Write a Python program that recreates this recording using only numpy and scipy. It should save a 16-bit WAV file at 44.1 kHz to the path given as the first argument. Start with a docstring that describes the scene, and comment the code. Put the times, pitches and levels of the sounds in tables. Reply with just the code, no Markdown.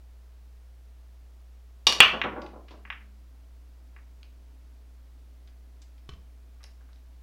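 """Pool break in a small room.

Over mains hum and hiss, a cue cracks against the white ball, which bursts the rack hard enough
to overload the microphone. Balls thump into the rubber cushions, roll on the slate and click
together. Later come light taps, a wooden knock away from the balls and a few small clinks."""
import sys
import numpy as np
from scipy import signal
from scipy.fft import rfft, irfft
from scipy.io import wavfile

SR = 44100
rng = np.random.default_rng(int(sys.argv[2]) if len(sys.argv) > 2 else 0)


def dump(signal):
    """Clip the signal to [-1, 1] and save it as 16-bit WAV at the path in sys.argv[1]."""
    limited = np.clip(np.atleast_2d(signal).T, -1, 1)
    pcm = np.round(limited * 32767).astype(np.int16)
    wavfile.write(sys.argv[1], SR, pcm)


N = 318574
TIME_S = np.arange(N) / SR
BREAK_S = 2.0035


def from_db(db):
    """Decibels to gain."""
    return 10 ** (np.asarray(db) / 20)


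def at_hz(points, hz):
    """Table lookup on a log-frequency axis."""
    points_hz, values = np.transpose(points)
    return np.interp(np.log(np.maximum(hz, 1)), np.log(points_hz), values)


def add(track, start_s, sound):
    """Mix sound into track at start_s."""
    start = round(start_s * SR)
    track[start:start + len(sound)] += sound[:N - start]


def butter(x, hz, kind, order=2):
    """Causal Butterworth filter."""
    sos = signal.butter(order, np.clip(hz, 10, .45 * SR), kind, fs=SR, output="sos")
    return signal.sosfilt(sos, x)


def noise(spectrum, size):
    """Coloured noise, rms 1."""
    gain = from_db(at_hz(spectrum, np.fft.rfftfreq(size, 1 / SR)))
    x = irfft(rfft(rng.standard_normal(size)) * gain, size)
    return x / x.std()


def fade(t60_s, size):
    """Exponential decay from 1."""
    return np.exp(-np.log(1000) * TIME_S[:size] / t60_s)


def ring(modes, size):
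    """Damped sines of a struck body."""
    return sum(from_db(db) * fade(t60_s, size) * np.sin(2 * np.pi * hz * TIME_S[:size])
               for hz, db, t60_s in modes)


def rattle(low_hz, high_hz, t60_s, size):
    """Band-limited noise burst of a light contact."""
    burst = rng.standard_normal(size) * fade(t60_s, size)
    return 2 * butter(butter(burst, low_hz, "high"), high_hz, "low", order=4)


def background(mains_hz=60, hiss_db=-66.5, rumble_db=-67, rumble_hz=60):
    """Mains hum over faint room hiss and rumble."""
    # mains partials: harmonic number, rms level/dB
    harmonics = [(1, -48.5), (2, -74.5), (3, -85.5), (5, -87), (7, -83), (9, -85), (11, -83)]
    # room hiss: f/Hz, relative density/dB
    hiss_spectrum = [(100, -6), (160, -8.5), (260, -8), (400, -11.5), (700, -13), (1400, -17.5),
                     (3000, -21.5), (5200, -23.5), (8000, -28), (15500, -29)]
    hum = sum(np.sqrt(2) * from_db(db) * np.sin(2 * np.pi * (round(k) * mains_hz * TIME_S + rng.random()))
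              for k, db in harmonics)
    rumble = butter(rng.standard_normal(N), rumble_hz, "low")
    return hum + from_db(hiss_db) * noise(hiss_spectrum, N) + from_db(rumble_db) * rumble / rumble.std()


def cue(crack_db=-10, crack_t60_s=.016, tip_hz=10000, ring_db=2, grip_t60_s=.12,
        gap_s=.0022, gap_growth=2.6, loss_db=3, contacts=3, size=16384):
    """The tip chatters; each contact cracks and rings the shaft, which the hand damps."""
    # blow and rebound: t/s, level/dB
    hits = [(1.8687, -2), (1.9239, -14)]
    # shaft and tip modes: f/Hz, level/dB, t60/s
    modes = [(970, -24.5, 0.015), (1152, -27, .04), (1686.5, -28.5, 0.022), (2546, -21.5, 0.04),
             (2910, -14.5, 0.044), (2896, -15.5, 0.081), (3550, -18, .025), (3570, -12.5, 0.014),
             (3750, -16, 0.061), (3754, -14.5, 0.019), (4380, -17, 0.044), (4580, -17.5, .06),
             (5567, -23.5, 0.068), (5618, -24, .10), (5550, -25, 0.055), (6100, -26, 0.018)]
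    # tip crack: f/Hz, relative density/dB
    crack_spectrum = [(150, -15.5), (300, -11.5), (550, -7), (1000, -1), (2000, -5.5), (3600, 3),
                      (5800, -1), (7500, -10.5), (10500, -12), (12000, -22), (15500, -23.5)]
    out, grip = np.zeros(N), fade(grip_t60_s, size)
    for t_s, db in hits:
        for k in range(contacts):
            crack = butter(noise(crack_spectrum, size) * fade(crack_t60_s, size), tip_hz, "low", order=1)
            add(out, t_s, from_db(db + crack_db) * crack)
            for mode in modes:
                jitter_s = rng.random() / mode[0]
                partial = rng.choice([-1, 1]) * ring([mode], size) * grip
                add(out, t_s + jitter_s, from_db(db + ring_db) * partial)
            t_s += gap_s * gap_growth ** k
            db -= loss_db
    return butter(out, 110, "high")  # the stroke carries little bass


def cushions(full_db=-22, full_top_hz=1360, settle_s=.009, settle_db=-.5,
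             rise_s=.004, rail_t60_s=.085, frame_db=-3.5, size=32768):
    """A ball hits rubber, then settles with a second bump; the rail dies fast, the frame rings on."""
    # balls on cushions and slate: t/s, level/dB
    thumps = [(1.8690, -32), (1.9620, -37), (2.0050, -35), (2.1290, -25.5), (2.2397, -22), (2.3090, -36.5),
              (2.3590, -30), (2.4220, -37.5), (2.5320, -40), (2.7070, -43)]
    # rubber and rail: f/Hz, relative density/dB
    rail_spectrum = [(50, -24.5), (120, -7.5), (220, -1.5), (350, -0.5), (550, -2), (800, -3.5),
                     (1200, -1.5), (3000, -2)]
    # table frame modes: f/Hz, level/dB, t60/s
    frame_modes = [(141, -30.5, .4), (205.73, -22.5, 2.2), (274, -21.5, 0.299)]
    out = np.zeros(N)
    frame = from_db(frame_db) * ring(frame_modes, size)
    attack = 1 - np.exp(-TIME_S[:size] / rise_s)
    for t_s, db in thumps:
        drop_db = full_db - db  # slower balls sound duller and settle later
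        top_hz = full_top_hz / 2 ** (drop_db / 42)
        wait_s = settle_s * 2 ** (drop_db / 12)
        for start_s, bump_db in ((t_s, db), (t_s + wait_s, db + settle_db)):
            rail = butter(noise(rail_spectrum, size), top_hz, "low", order=4)
            thump = rail / rail.std() * fade(rail_t60_s, size) + frame
            add(out, start_s, from_db(bump_db) * thump * attack)
    return out


def clack(contact_ms, radiate_hz=1400, snap_db=-45, fizz_db=-40, size=1024):
    """Two balls collide and radiate the slope of the contact force, plus faint snap and fizz."""
    phase = np.pi * np.minimum(TIME_S[:size] * 1000 / contact_ms, 1)
    force = np.sin(phase).clip(0) ** 1.5
    pulse = butter(np.diff(force, prepend=0), radiate_hz, "high", order=1)
    pulse = butter(pulse, 670, "high")  # a small sphere radiates long waves poorly
    pulse = butter(pulse, 1300 / contact_ms, "low", order=4)  # longer contact, duller sound
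    snap = from_db(snap_db) * rng.standard_normal(size) * fade(.003, size)
    fizz = from_db(fizz_db) * rattle(low_hz=13500, high_hz=15000, t60_s=.004, size=size)
    return pulse / np.abs(pulse).max() + snap + fizz


def front_row(first_db=12, loss_db=1, first_ms=.33, lengthening=1.03, contacts=4):
    """The first balls pass the blow on, back to back, each contact weaker and longer."""
    out, t_s = np.zeros(N), BREAK_S
    for k in range(contacts):
        contact_ms = first_ms * lengthening ** k
        add(out, t_s, from_db(first_db - k * loss_db) * clack(contact_ms))
        t_s += contact_ms / 1000
    return out


def rack(chain_db=3.5, fall_db=8, spread_s=.008, hard_ms=.29, soft_ms=.41,
         clatter_db=-1, clatter_t60_s=.02, contacts=10, size=8192):
    """The blow weakens through the packed balls; the smallest contacts merge into clatter."""
    # rack clatter: f/Hz, relative density/dB
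    clatter_spectrum = [(80, -40), (250, -27), (700, -17.5), (1150, 3), (1500, -6), (2200, -3), (3000, 4.5),
                        (4200, -9), (5600, -19.5), (7000, -29.5), (9000, -43), (15000, -50.5)]
    out = np.zeros(N)
    for depth in (np.arange(contacts) + rng.random(contacts)) / contacts:
        contact = clack(hard_ms + depth * (soft_ms - hard_ms)) * rng.choice([-1, 1])
        add(out, BREAK_S + depth * spread_s, from_db(chain_db - depth * fall_db) * contact)
    add(out, BREAK_S, from_db(clatter_db) * noise(clatter_spectrum, size) * fade(clatter_t60_s, size))
    return out


def rolling(slate_hz=262, width_hz=45, level_db=-73, fall_db_per_s=.02):
    """From the break on, rolling balls excite one low slate band at near-constant level."""
    band_hz = [slate_hz - width_hz / 2, slate_hz + width_hz / 2]
    murmur = butter(rng.standard_normal(N), band_hz, "band", order=1)
    age_s = TIME_S - BREAK_S
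    return (age_s > 0) * from_db(level_db - fall_db_per_s * age_s) * murmur / murmur.std()


def collisions():
    """Spreading balls click together."""
    # ball on ball: t/s, level/dB, contact time/ms
    hits = [(2.2155, -9.5, 0.37), (2.8521, -33.5, 0.456), (2.9022, -19, 0.4), (3.9640, -40, 0.477)]
    out = np.zeros(N)
    for t_s, db, contact_ms in hits:
        add(out, t_s, from_db(db) * clack(contact_ms))
    return out


def taps(width_octaves=1.33, size=8192):
    """Light contacts: noise bursts, each around its own pitch."""
    # taps: t/s, level/dB, centre f/Hz, t60/s
    hits = [(2.418, -43, 2880, 0.04), (2.4634, -42, 2460, 0.025), (2.6826, -48.5, 2257, 0.089),
            (2.7073, -52.5, 2710, 0.172), (4.2307, -42.5, 3100, .007), (5.475, -55.5, 2900, 0.056),
            (5.8180, -52.5, 4300, 0.073), (5.979, -56.5, 2600, 0.0405), (6.6050, -53.5, 1295, 0.166),
            (6.8095, -50.5, 1150, .04), (6.889, -53.5, 1300, .044)]
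    out, edge_ratio = np.zeros(N), 2 ** (width_octaves / 2)
    for t_s, db, hz, t60_s in hits:
        add(out, t_s, from_db(db) * rattle(hz / edge_ratio, hz * edge_ratio, t60_s, size))
    return out


def knocks(crack_db=-1, size=16384):
    """Something wooden is set down, bounces and rings; the floor booms."""
    # knock and bounces: t/s, level/dB
    hits = [(6.0912, -42), (6.0938, -47.5), (6.137, -57)]
    # wood modes: f/Hz, level/dB, t60/s
    modes = [(141, 2, 0.092), (181, 2.5, 0.074), (250, -5, 0.04), (386, -1, 0.02), (604, -7.5, .015),
             (1090, -2, 0.015), (2680, -5, 0.0162), (3070, 1, 0.018), (3236, -7, 0.0156), (4400, -15, .02)]
    # floor boom: t/s, level/dB, f/Hz, t60/s
    booms = [(6.129, -38.5, 70.5, 0.14)]
    out = np.zeros(N)
    for t_s, db in hits:
        crack = from_db(crack_db) * rattle(low_hz=900, high_hz=5200, t60_s=.029, size=size)
        add(out, t_s, from_db(db) * (ring(modes, size) + crack))
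    for t_s, db, hz, t60_s in booms:
        add(out, t_s, ring([(hz, db, t60_s)], size))
    return out


def clinks(tick_db=-5, surface_db=-2, surface_delay_s=.0029, size=8192):
    """A small hard object ticks and rings; the hardest hit also sounds the surface below."""
    # contacts: t/s, level/dB, low-pass f/Hz
    hits = [(6.6315, -52, 12000), (6.6399, -42.5, 11200), (6.9314, -51, 3900), (6.9598, -52.5, 3670)]
    # object modes: f/Hz, level/dB, t60/s
    modes = [(4000, -2, 0.0083), (4680, -2.5, .012), (5116, -9, 0.019), (5200, -6.5, 0.026),
             (5520, -7, 0.02), (5904, -23.5, .015)]
    out = np.zeros(N)
    for t_s, db, top_hz in hits:
        tick = from_db(tick_db) * rattle(low_hz=2500, high_hz=top_hz, t60_s=.0055, size=size)
        ringing = butter(ring(modes, size), top_hz, "low", order=4)
        add(out, t_s, from_db(db) * (tick + ringing))
    hardest_s, hardest_db, _ = max(hits, key=lambda hit: hit[1])
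    surface = rattle(low_hz=280, high_hz=3600, t60_s=.02, size=size)
    add(out, hardest_s + surface_delay_s, from_db(hardest_db + surface_db) * surface)
    return out


def room(x, tail_db, echo_db, build_s=.0076, size=40000):
    """Direct sound, discrete echoes and a diffuse tail whose treble dies first."""
    # nearby surfaces and walls: delay/s, level/dB
    echoes = [(.00248, -7), (.00357, -9.5), (.0054, -11), (.0080, -15), (0.0234, -14.5), (0.0259, -13),
              (.0312, -15.5)]
    # tail decay: f/Hz, t60/s
    decay = [(150, .48), (500, .40), (1200, .34), (2400, .30), (5500, .32), (12000, .26)]
    # tail colour: f/Hz, level/dB
    colour = [(150, -1), (600, 2), (1200, 1.5), (2500, 3.5), (3500, -2), (5200, 1), (8000, -0.5),
              (14000, 1)]
    hz = np.fft.rfftfreq(size, 1 / SR)
    spectrum = rfft(rng.standard_normal(size)) * from_db(at_hz(colour, hz))
    centres_hz, t60s_s = np.transpose(decay)
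    bands = [at_hz(np.c_[centres_hz, weights], hz) for weights in np.eye(len(decay))]
    tail = sum(irfft(spectrum * band, size) * fade(t60_s, size) for band, t60_s in zip(bands, t60s_s))
    tail *= 1 - np.exp(-TIME_S[:size] / build_s)
    response = from_db(tail_db) * tail / np.linalg.norm(tail)
    response[0] = 1
    for delay_s, db in echoes:
        response[round(delay_s * SR)] += from_db(db + echo_db)
    return signal.fftconvolve(x, response)[:N]


def scene():
    """Mono mix: one room, echo and tail levels set per source."""
    burst = room(front_row(), tail_db=-12.5, echo_db=-8.5) + room(rack(), tail_db=-5.5, echo_db=-5.5)
    clicks = room(collisions(), tail_db=-3, echo_db=2.5)
    table = room(cushions(), tail_db=-4.5, echo_db=-8.5) + rolling()
    stroke = room(cue(), tail_db=-4, echo_db=-3.5)
    light_hits = room(taps() + clinks(), tail_db=-5, echo_db=-8)
    wood = room(knocks(), tail_db=-7, echo_db=-9)
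    return (burst + clicks + table + stroke + light_hits + wood + background())[None]


def record(dry, ceiling=.93, cutoff_hz=15900):
    """Overload flattens the loudest peaks; a steep low-pass follows."""
    clipped = dry / (1 + (dry / ceiling) ** 8) ** (1 / 8)
    return signal.sosfilt(signal.ellip(12, .1, 100, cutoff_hz, fs=SR, output="sos"), clipped)


dry = scene()
out = record(dry)
dump(out)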